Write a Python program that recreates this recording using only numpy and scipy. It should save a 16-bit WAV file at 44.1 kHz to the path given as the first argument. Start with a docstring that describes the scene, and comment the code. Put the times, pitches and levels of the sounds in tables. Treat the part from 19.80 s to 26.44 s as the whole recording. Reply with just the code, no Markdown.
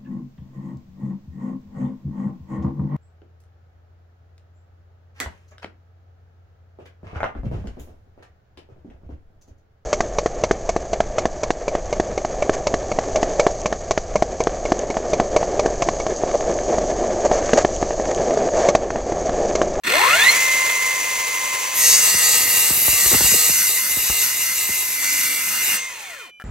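"""Cordless circular saw through pine

Close by and outdoors, the saw spins up with howling gears, idles in a rush of air, cuts a board and brakes. The
teeth rasp in a pattern that repeats with every turn of the blade, the plate shrieks, and flying chips thump on
the microphone. The offcut knocks down as the brake bites, the stopped blade rings on faintly, and the guard
clacks shut."""
import sys
import numpy as np
from scipy import signal
from scipy.fft import rfft, irfft, next_fast_len
from scipy.io import wavfile
from scipy.ndimage import map_coordinates

SR = 44100
rng = np.random.default_rng(int(sys.argv[2]) if len(sys.argv) > 2 else 0)


def transcribe(signal):
    """Save signal, clipped to [-1, 1], as a 16-bit WAV file at the path in sys.argv[1]."""
    frames = np.atleast_2d(signal).T
    limited = np.clip(frames, -1, 1)
    pcm = np.round(limited * 32767).astype(np.int16)
    wavfile.write(sys.argv[1], SR, pcm)


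N = 292824

TEETH, GEAR_RATIO = 24, 24 / 9  # teeth on the blade, motor turns per turn of the blade
TRIGGER_S, PULL_S = 0.035, 0.42  # switched on, end of full torque
ENTRY_S, EXIT_S = 1.941, 5.95  # the blade meets the board, breaks through
BRAKE_S, STOP_S = 6.075, 6.515  # switched off, standing still
# The governed speed sags deep in the cut and races at the exit.
# Each row: time in seconds, tooth rate in Hz above cruising.
GOVERNOR = [(0.8, 9.5), (1.2, 0), (5.0, 0), (5.3, -17), (5.58, -15.5), (5.8, 6.5), (5.97, 40.5)]


def amp(db):
    """Decibels to gain."""
    return 10 ** (np.asarray(db) / 20)


def unit(x):
    """Scale to rms 1."""
    return x / np.sqrt(np.mean(x ** 2) + 1e-20)


def clock():
    """Seconds at each sample."""
    return np.arange(N) / SR


def since(s):
    """Seconds gone by after a moment, zero before it."""
    return np.maximum(clock() - s, 0)


def gate(on, off, attack_s, release_s):
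    """An envelope that rises from on, holds, and dies away from off."""
    return (1 - np.exp(-since(on) / attack_s)) * np.exp(-since(off) / release_s)


def curve(points):
    """Join (seconds, value) points into one value per sample."""
    return np.interp(clock(), *np.transpose(points))


def along(points, hz):
    """Read (Hz, value) points along a log frequency axis."""
    freqs, values = np.transpose(points)
    return np.interp(np.log(hz + 1), np.log(freqs + 1), values)


def wobble(rate):
    """A smooth random curve, rate knots a second."""
    fine = signal.resample_poly(rng.standard_normal(int(N * rate / SR) + 4), up=8, down=1)
    return np.interp(np.arange(N) * (8 * rate / SR), np.arange(len(fine)), fine)


def filtered(x, response):
    """Pass x through a complex frequency response."""
    size = next_fast_len(N + SR // 4)
    return irfft(rfft(x, size) * response(np.fft.rfftfreq(size, 1 / SR)), size)[..., :N]


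def spread(pair, colour):
    """Two unrelated signals become one coloured stereo sound whose middle has rms 1."""
    # Stereo width. Each row: frequency in Hz, likeness of left and right from 0 to 1.
    alike = [(100, 1), (2000, 0.49), (8000, 0.85), (14000, 0.14)]

    def shares(hz):
        angle = np.arccos(np.clip(along(alike, hz), 0, 1)) / 2
        return amp(along(colour, hz)) * np.array([np.ones_like(hz), np.tan(angle)])

    mid, side = filtered(pair, shares)
    return np.array([mid + side, mid - side]) / mid.std()


def shaft_tones(lines, turns, flutter_db, flutter_rate):
    """Sines locked to a shaft, each fluttering on its own; lines are (multiple of the turn, dB)."""
    return np.sqrt(2) * sum(amp(db + flutter_db * wobble(flutter_rate))
                            * np.sin(2 * np.pi * (round(multiple) * turns + rng.random()))
                            for multiple, db in lines)


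def ringing(x, t60, share, shift_rate):
    """Add the brief ring of a metal part, its colour drifting between two tails."""
    t = np.arange(SR // 20) / SR
    tails = rng.standard_normal((2, 2, len(t))) * amp(-60 * t / t60)
    tails /= np.linalg.norm(tails[0, 0])
    first, second = signal.fftconvolve(np.atleast_2d(x)[None], tails, axes=2)[..., :N]
    shift = 2 * np.pi * np.arange(N) / N + wobble(shift_rate)
    return (x + share * (np.cos(shift) * first + np.sin(shift) * second)) / np.hypot(1, share)


def tooth_rate():
    """Teeth per second: the motor ramps up until its governor holds it; the brake bites ever harder."""
    cruise_hz, knee = 2320, 24  # knee: how sharply the governor takes over
    t = clock()
    ramp_hz = 3800 * t * (1 + .237 * t) * (t > TRIGGER_S)
    held_hz = cruise_hz + curve(GOVERNOR)
    spin_left = np.maximum(1 - since(BRAKE_S) / (STOP_S - BRAKE_S), 0) ** .56
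    return ramp_hz / (1 + (ramp_hz / held_hz) ** knee) ** (1 / knee) * spin_left


def screened():
    """Gain of the motor's sounds as it sinks behind the board and swings out again."""
    loss_db, sink_s, emerge_s = 11, 1.32, 1
    hidden = np.minimum(since(ENTRY_S) / sink_s, 1) * np.exp(-since(BRAKE_S) / emerge_s)
    return amp(-loss_db * hidden)


def surge():
    """Gain of air rush and whine, which overshoot after the run-up and settle."""
    overshoot_db, settle_s = 8.5, 0.38
    return amp(overshoot_db * np.exp(-since(PULL_S) / settle_s))


def garden():
    """A faint, dark bed of outdoor noise."""
    return amp(-70.5) * spread(rng.standard_normal((2, N)), [(50, 1.0), (2000, -12), (8000, -20)])


def air(speed, turns):
    """The fan and the blade's gullets churn the air, in a faint pulse with each turn."""
    # Colour of the rush. Each row: frequency in Hz, relative level in dB.
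    air_colour = [(30, -67), (55, -9.5), (200, -11.5), (380, -5), (520, 2.5), (720, -4), (1030, 5),
                  (1400, -5.5), (1950, 6), (2700, 4.5), (3200, -0.5), (5400, -1.5), (6400, 5), (9500, -3),
                  (15500, -9)]
    churn = amp(0.26 * np.cos(2 * np.pi * turns) + 1.08 * wobble(60))
    rush = spread(churn * rng.standard_normal((2, N)), air_colour)
    return amp(-26.5) * surge() * screened() * speed ** 2 * rush


def motor(speed, turns):
    """Magnetic hum, whine and fan whistle sway with each blade turn; a drone joins as the speed sags."""
    # Thin whine near full speed. Each row: multiple of the motor shaft, relative level in dB.
    whine_lines = [(10, -43), (18, -47), (23, -37.5), (27, -46)]
    # Fader of the fan's whistle. Each row: time in seconds, relative level in dB.
    fan = [(0.5, -17), (0.8, -18), (0.93, -20.5), (1.11, -19.5), (1.16, -23.5), (1.7, -25.5), (1.9, -31.5)]
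    # The blade's drone under a labouring motor. Each row: multiple of the blade's turn, level in dB.
    labour_lines = [(3, -53), (22, -38), (24, -33)]
    shaft = GEAR_RATIO * turns
    sway = 1 + 0.27 * np.cos(2 * np.pi * turns) + 0.17 * np.cos(4 * np.pi * turns)
    cutting = gate(ENTRY_S, EXIT_S, attack_s=.1, release_s=.05)
    shaken = shaft + .01 * cutting * wobble(90)
    hum = amp(-36.5) * speed ** 2 * shaft_tones([(4, 0.012)], shaken, flutter_db=2, flutter_rate=23)
    whine = shaft_tones(whine_lines, shaft, flutter_db=2.5, flutter_rate=32)
    whine *= surge() * speed ** 10 * np.exp(-since(BRAKE_S) / .04)
    sag_hz = np.maximum(-curve(GOVERNOR), 0)
    whistle = shaft_tones([(8, 0)], shaken, flutter_db=3 * cutting, flutter_rate=22)
    whistle *= amp(curve(fan) + .3 * sag_hz) * speed ** 20
    drone = sag_hz / sag_hz.max() * shaft_tones(labour_lines, turns, flutter_db=3, flutter_rate=90)
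    return sway * (screened() * (hum + whine) + whistle) + drone


def housing(hz):
    """Frequency response of the gear housing."""
    # Its resonances. Each row: centre in Hz, width in Hz, gain in dB.
    resonances = [(480, 260, -5.5), (700, 150, -7.5), (1040, 188, -0.5), (1387, 146, -0.5), (1810, 250, -2),
                  (2093, 210, -1.5), (2517, 146, -2.5), (2750, 54, -2), (3290, 160, -5), (3520, 120, -3),
                  (4150, 270, -3), (6150, 2700, -9), (7950, 320, -4), (11300, 1400, -10)]
    return sum(amp(db) * 1j * hz * width / (centre ** 2 - hz ** 2 + 1j * hz * width)
               for centre, width, db in resonances)


def gear_howl(speed, shaft, braking):
    """Meshing teeth howl through the housing under the torque of run-up, cut and brake."""
    # The nine-tooth pinion's mesh and side tones. Each row: multiple of the shaft, relative level in dB.
    mesh_lines = [(1, -17), (4, -8), (5, -13), (9, 3), (10, -13), (13, -5)]
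    # Braking presses the teeth's back flanks together. Each row: the same columns.
    brake_lines = [(4, -4), (9, -2), (12, 6), (18, -1)]
    governed_s = .495  # the governor takes the torque off
    pull = amp(-17.5) * gate(TRIGGER_S, governed_s, attack_s=0.031, release_s=0.046) * np.sqrt(speed)
    load = pull + amp(-35) * gate(ENTRY_S, EXIT_S, attack_s=.03, release_s=0.19) * screened()
    play = shaft + 0.011 * wobble(200)
    mesh = shaft_tones(mesh_lines, play, flutter_db=3, flutter_rate=75)
    octave = shaft_tones([(18, 1)], play, flutter_db=4, flutter_rate=90)
    octave *= np.sqrt(speed) * load / load.max()  # only hard-pressed teeth sound it
    back_flanks = shaft_tones(brake_lines, shaft + .007 * wobble(300), flutter_db=2, flutter_rate=90)
    howl = filtered(load * (mesh + octave) + amp(-41) * braking * back_flanks, housing)
    return ringing(howl, t60=0.017, share=0.3, shift_rate=5.3)


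def gear_rattle(speed, shaft, braking):
    """The gears knock in their backlash and shake the housing."""
    # Unloaded gears slap across the gap. Each row: start in seconds, relative level in dB.
    clatter = [(0.679, -24.5), (0.823, -30), (0.863, -24.5), (0.894, -20)]
    # Colour of the rattle. Each row: frequency in Hz, relative level in dB.
    rattle_colour = [(30, -19), (60, 12), (200, -9), (1100, -0.5), (2000, 7), (15500, -10.5)]
    knocks = amp(2.2 * np.cos(2 * np.pi * shaft) + 1.1 * wobble(500)) * rng.standard_normal((2, N))
    jolt = amp(-39) * gate(TRIGGER_S, TRIGGER_S, attack_s=.001, release_s=0.0098)  # slack taken up
    pull = amp(-17 - 3.5 * speed) * gate(TRIGGER_S, PULL_S, attack_s=0.045, release_s=0.14)
    running = amp(-38.5) * (speed * screened() + braking)
    slaps = sum(amp(db) * gate(s, s + 0.0014, attack_s=0.0011, release_s=.007) for s, db in clatter)
    return spread(filtered(knocks, housing), rattle_colour) * (jolt + pull + running + slaps)


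def offcut_and_guard():
    """The offcut drops with a knock as the brake bites; later the sprung guard knocks and bounces on its stop."""
    # The offcut's knock, then the guard's. Each row: start in seconds, relative level in dB.
    knocks = [(6.098, -36), (6.5996, -38.5), (6.606, -41), (6.6138, -41), (6.621, -37.5)]
    # Its modes. Each row: frequency in Hz, relative level in dB, seconds to fade by 60 dB.
    modes = [(724, 2.5, .02), (1370, 4.5, 0.048), (1680, 11, 0.023), (2930, -4, 0.0325)]
    t = np.arange(SR // 8) / SR
    out = np.zeros((2, N + len(t)))
    for s, db in knocks:
        ring = sum(amp(level + rng.normal(0, 2.4, (2, 1)) - 60 * t / t60)
                   * np.sin(2 * np.pi * hz * t + rng.uniform(0, 2 * np.pi)) for hz, level, t60 in modes)
        crack = 0.36 * amp(-60 * t / 0.047) * rng.standard_normal((2, len(t)))
        out[:, round(s * SR):][:, :len(t)] += amp(db - 4.5) * (ring + crack)
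    return out[:, :N]


def blade_ring(speed):
    """Free of the wood the plate rings on, sinking in pitch as it loses its spin."""
    # Its modes. Each row: frequency at rest in Hz, relative level in dB, fade in dB per second.
    modes = [(2380, -43, 11.5), (3000, -53.5, -1), (3400, -44, 53), (5910, -40.5, 58.5)]
    kick = amp(9) * np.exp(-since(EXIT_S) / 0.049)
    free = gate(EXIT_S, STOP_S, attack_s=0.024, release_s=0.19) * (kick + 1)
    stiffening = 1 + .064 * speed
    ring = sum(amp(db - fade * since(EXIT_S) + 2.2 * wobble(18))
               * np.sin(2 * np.pi * np.cumsum(hz * stiffening) / SR) for hz, db, fade in modes)
    return np.sqrt(2) * free * ring


def chips():
    """Each chip on the microphone gives a dry tick and a falling thump; fine dust patters between."""
    # The big chips. Each row: start in seconds, relative level in dB.
    hits = [(2.342, -30), (2.902, -26), (3.081, -26), (3.126, -30.5), (3.256, -26.5), (3.312, -24.5),
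            (3.327, -24.5), (3.341, -20), (3.406, -24), (3.441, -25), (3.516, -27), (3.538, -26.5),
            (3.692, -28), (4.168, -32), (4.297, -26), (4.889, -33)]
    dust_s = rng.normal(3.1, .4, size=50).clip(2, 6)
    dust_db = rng.normal(-47, 6, size=50).clip(max=-39)
    dull = signal.butter(2, 1500, fs=SR)
    t = np.arange(SR // 8) / SR
    out = np.zeros(N + len(t))
    for s, db in [*hits, *zip(dust_s, dust_db)]:
        fall_s = 0.0059 * np.exp(0.322 * rng.standard_normal())
        pitch_hz = 52 + 600 * np.exp(-t / fall_s)
        envelope = np.exp(-t / 0.018) * (1 - np.exp(-t / 0.0029))
        thump = envelope * np.sin(2 * np.pi * np.cumsum(pitch_hz) / SR)
        tick = unit(signal.lfilter(*dull, rng.standard_normal(len(t)))) * np.exp(-t / 0.012)
        out[round(s * SR):][:len(t)] += amp(db + 4) * (thump + 0.67 * tick)
    return out[:N]


def plate_shriek(turns, push_db, depth, grain):
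    """The plate rings at overtones of its turn, damped by the kerf, and sings just before the exit."""
    # The first bite, the plate still free. Each row: multiple of the blade's turn, relative level in dB.
    bite_lines = [(40, -10), (48, -12), (52, -10), (56, -6), (57, -3), (64, 2), (66, -5), (68, -3),
                  (72, -3), (84, 0)]
    # The shriek through the cut. Each row: the same columns.
    shriek_lines = [(20, -5.5), (29, -3.5), (48, -7), (51, -9.5), (60, -11.5), (64, -8.5), (69, -10.5),
                    (72, -8), (75, -8.5), (84, -6.5), (105, -7.5), (118, -5.5)]
    choke_s = 2.16  # the kerf starts to choke the first bite
    bite = shaft_tones(bite_lines, turns, flutter_db=2.5, flutter_rate=25)
    bite *= amp(-25.5) * gate(ENTRY_S, choke_s, attack_s=.05, release_s=.2) ** 2
    shriek = grain * shaft_tones(shriek_lines, turns + .0018 * wobble(50), flutter_db=4.5, flutter_rate=32)
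    shriek *= amp(-28.5 + push_db - 9.5 * depth) * gate(ENTRY_S, EXIT_S, attack_s=0.24, release_s=0.1)
    singing = shaft_tones([(29, 0)], turns, flutter_db=-3.0, flutter_rate=17)
    singing *= amp(-34) * gate(EXIT_S - 0.25, EXIT_S, attack_s=0.029, release_s=.05)
    return bite + shriek + singing


def bites(turns, tearing):
    """Each tooth strikes with its own slowly drifting force and timing; fibres tear at random."""
    drift_per_turn, scatter_s, uneven_db, oversample = .04, 7e-6, 2.0, 4
    strike = np.arange(int(turns[-1] * TEETH))
    tooth, turn = strike % TEETH, strike / TEETH

    def habit():
        knots = rng.standard_normal((TEETH, int(turn[-1] * drift_per_turn) + 4))
        return map_coordinates(knots, [tooth, turn * drift_per_turn])

    when = np.interp(turn + .2 * habit() / TEETH, turns, np.arange(N))
    when += scatter_s * SR * rng.standard_normal(len(turn))
    force = amp(uneven_db * habit() + rng.standard_normal(len(turn)))
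    # every tooth leaves its own brief scrape, placed between samples
    taps = np.arange(64)
    scrape = rng.standard_normal((TEETH, len(taps))) * np.exp(-taps / (0.0011 * SR))
    fine = signal.resample_poly(scrape, up=oversample, down=1, axis=1)
    start = np.ceil(when).astype(int)
    offset = ((start - when)[:, None] * oversample).astype(int) + oversample * taps
    strokes = force[:, None] * fine[tooth[:, None], offset]
    places = np.clip(start[:, None] + taps, 0, N)
    train = np.bincount(places.ravel(), strokes.ravel(), N + 1)[:N]
    fibres = rng.standard_normal(N) * amp(1.8 * wobble(900))
    return np.sqrt(1 - tearing) * unit(train) + np.sqrt(tearing) * unit(fibres)


def cut(turns):
    """The bites sound through board and blade, louder with the feed, tearing more once it is buried."""
    # How hard the saw is pushed. Each row: time in seconds, relative level in dB.
    feed = [(2.05, -15), (2.32, -18.5), (2.51, -17), (2.66, -24.5), (2.87, -21.5), (3.0, -28.5),
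            (3.19, -20.5), (3.6, -19.5), (4.15, -29), (4.27, -24), (5.19, -29.5), (5.24, -23.5),
            (5.56, -28.5), (5.95, -26)]
    # Mid rasp, high screech and top fizz. Each row: frequency in Hz, relative level in dB.
    rasp_colour = [(30, -40), (55, -16), (100, -18.5), (200, -14.5), (600, -15.5), (1400, -5.5),
                   (1800, -0.5), (1980, 0.5), (2450, -0.5), (2830, 11), (3080, -15), (4500, -16)]
    screech_colour = [(3100, -22), (3600, -5.5), (4700, -5), (5450, -7.5), (5950, 0), (7500, -2.5),
                      (8150, 3.5), (9000, -13.5), (10500, -46)]
    fizz_colour = [(8000, -22.5), (9300, -3.5), (10800, -3), (11500, 3.5), (12700, 0), (15800, -9)]
    usual_feed_db, entry_tear, buried_tear = -21, 0.06, 0.62  # tear: share of torn fibres
    push_db = curve(feed) - usual_feed_db
    depth = np.minimum(since(ENTRY_S) / (EXIT_S - ENTRY_S), 1)
    tearing = buried_tear + (entry_tear - buried_tear) * np.exp(-since(ENTRY_S) / 0.36)
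    pair = np.array([bites(turns, tearing) for _ in range(2)])
    grain = amp(0.9 * wobble(14))
    pair = grain * ringing(pair, t60=0.05, share=0.6, shift_rate=14)
    chatter_db = 1.5 * wobble(30)
    kerf_db = 11 * depth ** 12 - 4 * depth  # damped along the kerf, flaring at the far edge
    rasp = amp(-30.5 + 0.47 * push_db + kerf_db + chatter_db) * spread(pair, rasp_colour)
    rasp *= gate(ENTRY_S, EXIT_S, attack_s=.17, release_s=.045)
    screech = amp(-22 + push_db) * spread(pair, screech_colour)
    screech *= gate(ENTRY_S, EXIT_S, attack_s=0.21, release_s=0.066)
    spray_db = 6.5 * np.exp(-(clock() - 3.2) ** 2)  # the jet of chips sweeps across the microphone
    fizz = amp(-27.5 + 0.067 * push_db + spray_db) * spread(pair, fizz_colour)
    fizz *= gate(ENTRY_S, EXIT_S + 0.012, attack_s=0.012, release_s=0.013)
    return rasp + screech + fizz + plate_shriek(turns, push_db, depth, grain)


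def scene():
    """Air, motor, gears and cut follow the turning of the blade; a quiet garden lies behind."""
    tooth_hz = tooth_rate()
    turns = np.cumsum(tooth_hz) / TEETH / SR
    speed = tooth_hz / tooth_hz.max()
    shaft = GEAR_RATIO * turns
    braking = gate(BRAKE_S, STOP_S, attack_s=0.11, release_s=.02) * speed
    return (garden() + air(speed, turns) + motor(speed, turns)
            + gear_howl(speed, shaft, braking) + gear_rattle(speed, shaft, braking)
            + offcut_and_guard() + blade_ring(speed) + chips() + cut(turns))


def record(dry):
    """Two microphone ports tilt level and phase; peaks are rounded, deep bass and top treble cut."""
    # Balance of the ports. Each row: frequency in Hz, left over right in dB.
    lean = [(130, -1), (380, 1), (700, 8.5), (1100, 6.5), (2300, -2), (4400, 0.5)]
    # Phase between the ports. Each row: frequency in Hz, lead of the left in radians.
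    lead = [(250, 0.12), (600, -0.41), (1030, -1.57), (1400, 0.39), (2300, -0.79), (4100, -0.49),
            (5500, -1.19), (13000, -1.18)]
    ceiling, low_hz, top_hz = .92, 42, 15800

    def ports(hz):
        left = amp(along(lean, hz) / 2) * np.exp(.5j * along(lead, hz))
        return np.array([left, 1 / left]) / abs((left + 1 / left) / 2)

    heard = filtered(dry, ports)
    rounded = heard / (1 + (heard / ceiling) ** 8) ** (1 / 8)
    return filtered(rounded, lambda hz: (hz < top_hz) * np.minimum(hz / low_hz, 1) ** 4)


dry = scene()
out = record(dry)
transcribe(out)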